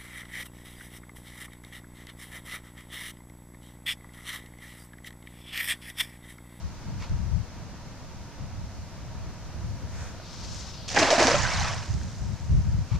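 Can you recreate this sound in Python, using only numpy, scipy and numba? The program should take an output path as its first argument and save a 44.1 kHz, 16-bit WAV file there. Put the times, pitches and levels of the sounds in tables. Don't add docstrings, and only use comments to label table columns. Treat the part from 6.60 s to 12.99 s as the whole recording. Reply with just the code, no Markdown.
import sys
import numpy as np
from scipy import signal
from scipy.fft import rfft, irfft, next_fast_len
from scipy.io import wavfile
from scipy.ndimage import uniform_filter1d, map_coordinates
from numba import njit

SR = 44100
rng = np.random.default_rng(int(sys.argv[2]) if len(sys.argv) > 2 else 0)


def master_out(mix):
    frames = np.transpose(np.atleast_2d(mix))
    ceiling = np.clip(frames, -1, 1)
    pcm = np.round(ceiling * 32767).astype(np.int16)
    wavfile.write(sys.argv[1], SR, pcm)


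N = 281799
TIME = np.arange(N) / SR

# start in seconds, level in dB, treble offset in dB.
SINKER_HITS = [(4.279, -45.5, 21.5), (4.309, -37.5, 11.5), (4.342, -29, 6), (4.36, -20, -2.5),
               (4.384, -22.5, 9), (4.42, -23.5, 0), (4.465, -25, -15), (4.502, -22, 5.5),
               (4.581, -22.5, 1.5), (4.595, -20, 4), (4.624, -30, 13), (4.666, -21, 2.5), (4.708, -30.5, 2)]
# start in seconds, pitch in Hz, level in dB.
CAVITIES = [(4.367, 805, -15), (4.416, 335, -22.5), (4.422, 647, -13), (4.428, 264, -21), (4.467, 805, -20),
            (4.511, 685, -15), (4.527, 603, -10.5), (4.546, 673, -15.5), (4.579, 678, -14.5),
            (4.581, 254, -18), (4.603, 345, -16), (4.622, 619, -12.5), (4.65, 250, -15.5),
            (4.679, 668, -14), (4.682, 457, -15), (4.713, 536, -16), (4.742, 576, -12)]
# start in seconds, level in dB, pitch in Hz.
CONTACTS = [(.496, -32, 5500), (3.947, -21, 6470), (4.2914, -19, 3370), (4.303, -17, 5300),
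            (4.376, -4.5, 1680), (4.505, -8, 3820), (4.515, -10, 5130), (4.671, -3, 5600),
            (5.036, -24, 5970), (5.135, -20, 5440), (5.341, -26, 6500), (5.415, -32, 1560),
            (5.434, -25, 6540)]
# time in seconds, level in dB, thread pitch in Hz.
NET_FLIGHT = [(3.56, -59.5, 4293), (3.73, -48, 5387), (3.88, -45, 5450), (3.96, -42, 5750),
              (4.13, -48.5, 5200), (4.26, -49, 4460)]
# centre in seconds, half-width in seconds, level in dB.
FOOT_SCUFFS = [(0.41, 0.0088, -47), (0.4257, 0.0035, -41), (0.44, 0.011, -44), (0.472, 0.028, -54),
               (6.32, 0.018, -46), (6.355, 0.012, -45.5)]
# start in seconds, level in dB, pitch in Hz.
SINKER_KNOCKS = [(.4255, -34, 1001), (1.02, -41, 990), (3.599, -36, 656)]
# start and length in seconds, then level, left minus right and upper-bass offset in dB.
PORT_GUSTS = [(0.018, 0.05, -30.5, 5, -9), (0.258, 0.18, -34, 2, 2.5), (0.491, 0.057, -23.5, 4, -6),
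              (0.578, 0.12, -28.5, 11, 0), (0.713, 0.074, -21.5, 22, -9), (1.8, 0.04, -30.5, 10, -3),
              (1.926, 0.1, -37.5, -15, -4), (2.548, 0.14, -36.5, 1, -4), (2.936, 0.093, -36.5, -15, 0),
              (3.031, 0.11, -32, 4.5, -0.5), (3.217, 0.031, -34, 10, 3), (4.592, .13, -36, -2, -7),
              (4.725, .15, -27.5, -11, -2), (4.93, 0.11, -27, 1, -1), (5.06, 0.15, -32, -2, -6),
              (5.281, 0.087, -25.5, -5, -0.5), (5.393, 0.074, -32.5, -2.5, 5.5), (5.598, .14, -31, 9, 7),
              (5.802, 0.086, -32, 5, 0), (5.895, 0.096, -18, 1.5, 1), (6.038, .17, -23, 3.5, -3),
              (6.312, 0.033, -20.5, 6, 1.5)]
# time in seconds, gain in dB.
SHORE_SWELL = [(0, .6), (1.2, 0.13), (2.15, -0.3), (2.7, 0.9), (3.3, 0.6), (5.6, 0.2), (6.39, 1)]

# frequency in Hz, relative density in dB.
IMPACT_SPECTRUM = [(120, -42), (200, -11), (270, 3.5), (400, -2), (700, 5), (1100, 0.5), (1380, -4),
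                   (1650, 2.5), (2500, -2.5), (3500, -9), (5500, -7), (6700, -11), (8200, -21.5),
                   (15000, -55)]
SPRAY_SPECTRUM = [(250, -19), (420, -12.5), (600, -2.5), (920, 1.5), (1250, -2), (1650, 0), (2400, -4.5),
                  (3500, -9), (5800, -6.5), (6800, -11), (8200, -20.5), (11000, -37), (15000, -59)]
FOAM_SPECTRUM = [(300, -13), (1500, -8), (3500, -6), (5000, 0), (6300, 1), (7200, -3.5), (9000, -14),
                 (14000, -39)]
THREAD_SPECTRUM = [(300, -6.5), (1200, -6), (2300, -11), (3300, -6.5), (4500, -2), (5800, 0), (6800, -4),
                   (8500, -15.5), (12000, -35)]
GRASS_SPECTRUM = [(300, -9), (650, -18), (850, 5), (1150, 6), (1600, -6), (2300, 2), (3000, -4),
                  (4500, -3.5), (6800, -6.5), (9000, -22), (15000, -38)]
CLOTH_SPECTRUM = [(300, -12), (500, 3), (900, -4), (1500, 3), (2500, -7), (4500, -12), (6500, -7),
                  (8500, -18), (15000, -40)]
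EDDY_SPECTRUM = [(15, -36), (28, -31), (42, -6.5), (62, -0.5), (95, 0), (130, -6), (190, -11), (270, -32.5),
                 (400, -35.5), (800, -76)]
SHORE_SPECTRUM = [(100, 7.5), (210, 6), (300, 0.5), (420, -6), (520, -3), (650, -1.5), (800, -5.5),
                  (880, -4.5), (940, 0.5), (1010, -7), (1250, -7), (2000, -11.5), (3400, -17),
                  (4300, -15.5), (6200, -16), (8000, -26.5), (10500, -32.5), (15500, -37)]

# frequency in Hz, side relative to mid in dB.
NARROW = [(300, -30), (700, -15.5), (1300, -13.5), (2400, -12), (4400, -10.5), (8100, -3.5), (14000, 0)]
WIDE = [(200, -22), (600, -11.5), (1300, -10), (2400, -8), (4400, -1.5), (5600, 1.5), (8000, 2.5),
        (12000, -0.5)]


def impact():
    crackle = unit(grains(cycles=5, scatter_db=3, count=60000))
    bubbles = unit(grains(cycles=41, scatter_db=-0.5, count=16000, glide=0.08))
    body, fizz = split(stereo(crackle + undb(-6) * bubbles, IMPACT_SPECTRUM, NARROW), hz=3900)
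    body_power, fizz_power = np.zeros(N), np.zeros(N)
    for start_s, db, treble_db in SINKER_HITS:
        power = (undb(db) * envelope(start_s, attack_s=0.0018, length_s=0, release_s=0.063)) ** 2
        body_power += power
        fizz_power += power * undb(2 * treble_db)
    return body * np.sqrt(body_power) + fizz * np.sqrt(fizz_power)


def plops():
    start_s, hz, db = np.transpose(CAVITIES)
    pan = rng.uniform(-0.1, 0.19, len(hz))
    t60_s = np.full(len(hz), 0.074)
    tone = rings(start_s, hz, t60_s, undb(db), pan, glide=0.076)
    onset = rings(start_s, hz, 0.091 * t60_s, undb(db), pan, glide=0.)
    return left_right(*(tone - onset))


def gurgle():
    sinking = envelope(start_s=4.36, attack_s=0.012, length_s=0.354, release_s=0.025)
    return sinking * single_bubbles(hz=477, spread_oct=0.55, t60_s=0.07, db=-26.5, scatter_db=5, count=300)


def spray():
    start_s, sag_db_per_s = 4.327, 8
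    sag = undb(-sag_db_per_s * np.maximum(TIME - start_s, 0))
    falling = sag * envelope(start_s, attack_s=0.15, length_s=0.75, release_s=0.13)
    patter = unit(grains(cycles=2.7, scatter_db=-1, count=36000))
    bubbles = unit(grains(cycles=80, scatter_db=3, count=12000, glide=0.36))
    body, fizz = split(stereo(patter + undb(-1) * bubbles, SPRAY_SPECTRUM, NARROW), hz=3460)
    drips = single_bubbles(hz=1202, spread_oct=0.45, t60_s=0.05, db=-25, scatter_db=5.5, count=200)
    return falling * (undb(-25) * (body + undb(1.8) * fizz) + drips)


def ticks():
    start_s, db, hz = np.transpose(CONTACTS)
    cycles = 13
    pan = rng.uniform(-0.27, 0.37, len(hz))
    clicks = left_right(*rings(start_s, hz, cycles / hz, undb(db), pan, glide=0.05))
    return split(clicks, hz=7900)[0]


def foam():
    bursting = undb(-51) * envelope(start_s=4.66, attack_s=0.18, length_s=0.65, release_s=0.84)
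    return bursting * stereo(grains(cycles=5.2, scatter_db=-2.5, count=30000), FOAM_SPECTRUM, NARROW)


def flying_net():
    db, hz = curves(NET_FLIGHT)
    hiss = stereo(rng.standard_normal((2, N)), THREAD_SPECTRUM, NARROW)
    read_index = np.cumsum(hz / hz.max())
    gliding = np.array([map_coordinates(channel, [read_index], order=3) for channel in hiss])
    aloft = envelope(start_s=3.48, attack_s=0.037, length_s=0.87, release_s=0.037)
    return gliding * aloft * undb(db + 1.26 * walk(rate_hz=60)) * undb([[2.1], [-2.1]])


def fisherman():
    scuff_power = sum(undb(2 * db) * bell(centre_s, width_s) for centre_s, width_s, db in FOOT_SCUFFS)
    stalks = stereo(grains(cycles=2.1, scatter_db=1, count=30000), GRASS_SPECTRUM, NARROW)
    rub = stereo(rng.standard_normal((2, N)), CLOTH_SPECTRUM, WIDE)
    swing = undb(-46.5) * bell(centre_s=3.422, width_s=0.11)
    return np.sqrt(scuff_power) * stalks + swing * rub


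def knocks():
    start_s, db, hz = np.transpose(SINKER_KNOCKS)
    t60_s, pan = np.full(len(hz), 0.026), np.zeros(len(hz))
    tone = rings(start_s, hz, t60_s, undb(db), pan, glide=0.)
    overtone = rings(start_s, 2.2 * hz, t60_s, undb(db - 6.5), pan, glide=0.)
    return (tone + overtone)[0]


def wind():
    eddies = colour(rng.standard_normal((2, N)), EDDY_SPECTRUM)
    eddies /= np.sqrt(uniform_filter1d(eddies ** 2, size=2600))
    deep, upper = split(eddies, hz=161)
    breeze_db = -42 + 3.5 * walk(rate_hz=12)
    deep_power = upper_power = undb(breeze_db) ** 2
    for start_s, length_s, db, lean_db, upper_db in PORT_GUSTS:
        balance = unit(undb([[lean_db / 2], [-lean_db / 2]]))
        gust = envelope(start_s, attack_s=0.0068, length_s=length_s, release_s=0.028)
        power = (undb(db) * balance * gust) ** 2
        deep_power = deep_power + power
        upper_power = upper_power + power * undb(2 * upper_db)
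    rumble = deep * np.sqrt(deep_power) + upper * np.sqrt(upper_power)
    return split(rumble, hz=15)[1]


def shore():
    ripples, reeds = split(stereo(rng.standard_normal((2, N)), SHORE_SPECTRUM, WIDE), hz=3800)
    ripples = ripples * undb(0.5 * walk(rate_hz=9.2))
    reeds = reeds * undb(0.5 * walk(rate_hz=4.94))
    return undb(-45 + curves(SHORE_SWELL)[0]) * (ripples + reeds)


def single_bubbles(hz, spread_oct, t60_s, db, scatter_db, count):
    when, where = rng.random((count, 2)).T
    pitch, size = np.clip(rng.standard_normal((count, 2)).T, -2, 2)
    start_s = (np.arange(count) + when) / count * N / SR
    bubble_hz = hz * 2 ** (spread_oct * pitch)
    gain = undb(db + scatter_db * size)
    pan = 0.2 * (2 * where - 1)
    return left_right(*rings(start_s, bubble_hz, np.full(count, t60_s), gain, pan, glide=0.09))


def grains(cycles, scatter_db, count, glide=0.):
    when, pitch, life, size, where = rng.random((count, 5)).T
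    hz = 150 + 15000 * pitch ** 2
    whiten = hz ** 0.75
    t60_s = cycles * (0.5 + life) / hz
    gain = whiten * undb(-scatter_db * np.log(np.maximum(size, 0.02)))
    pan = np.sqrt(3) * (2 * where - 1)
    return rings(when * N / SR, hz, t60_s, gain, pan, glide)


@njit
def rings(start_s, hz, t60_s, gain, pan, glide):
    out = np.zeros((2, N))
    for k in range(len(start_s)):
        first, length = int(start_s[k] * SR), int(t60_s[k] * SR) + 2
        pole = np.exp(2j * np.pi * hz[k] / SR - np.log(1000.) / length)
        bend = np.exp(2j * np.pi * hz[k] * glide / SR / length)
        phasor = gain[k] + 0j
        for i in range(max(first, 0), min(first + length, N)):
            phasor, pole = phasor * pole, pole * bend
            out[0, i] += phasor.imag
            out[1, i] += phasor.imag * pan[k]
    return out


def envelope(start_s, attack_s, length_s, release_s):
    age_s = np.maximum(TIME - start_s, 0)
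    return (1 - np.exp(-age_s / attack_s)) * np.exp(-np.maximum(age_s - length_s, 0) / release_s)


def bell(centre_s, width_s):
    return np.exp(-((TIME - centre_s) / width_s) ** 2)


def curves(table):
    time_s, *columns = np.transpose(table)
    return [np.interp(TIME, time_s, column) for column in columns]


def walk(rate_hz):
    hold = int(SR / rate_hz)
    steps = np.repeat(rng.standard_normal(N // hold + 1), hold)
    return unit(uniform_filter1d(uniform_filter1d(steps, hold), hold)[:N])


def stereo(pair, spectrum, width):
    mid, side = colour(pair, spectrum)
    return left_right(mid, colour(side, width)) / np.std(mid)


def left_right(mid, side):
    return np.array([mid + side, mid - side])


def colour(x, spectrum):
    size = next_fast_len(N)
    hz, db = np.transpose(spectrum)
    bin_hz = np.maximum(np.fft.rfftfreq(size, 1 / SR), 1)
    gain = undb(np.interp(np.log(bin_hz), np.log(hz), db))
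    return irfft(rfft(x, size) * gain, size)[..., :N]


def split(x, hz):
    low = signal.sosfiltfilt(signal.butter(2, hz, fs=SR, output="sos"), x)
    return low, x - low


def unit(x):
    return x / np.sqrt(np.mean(x ** 2))


def undb(db):
    return 10 ** (np.asarray(db) / 20)


def scene():
    splash = (impact() + plops() + spray() + foam() + ticks() + gurgle()) * undb([[-0.6], [0.6]])
    return wind() + shore() + fisherman() + knocks() + flying_net() + splash


def record(dry):
    cutoff_hz = 15400
    return signal.sosfilt(signal.ellip(12, 0.2, 80, cutoff_hz, fs=SR, output="sos"), dry)


dry = scene()
out = record(dry)
master_out(out)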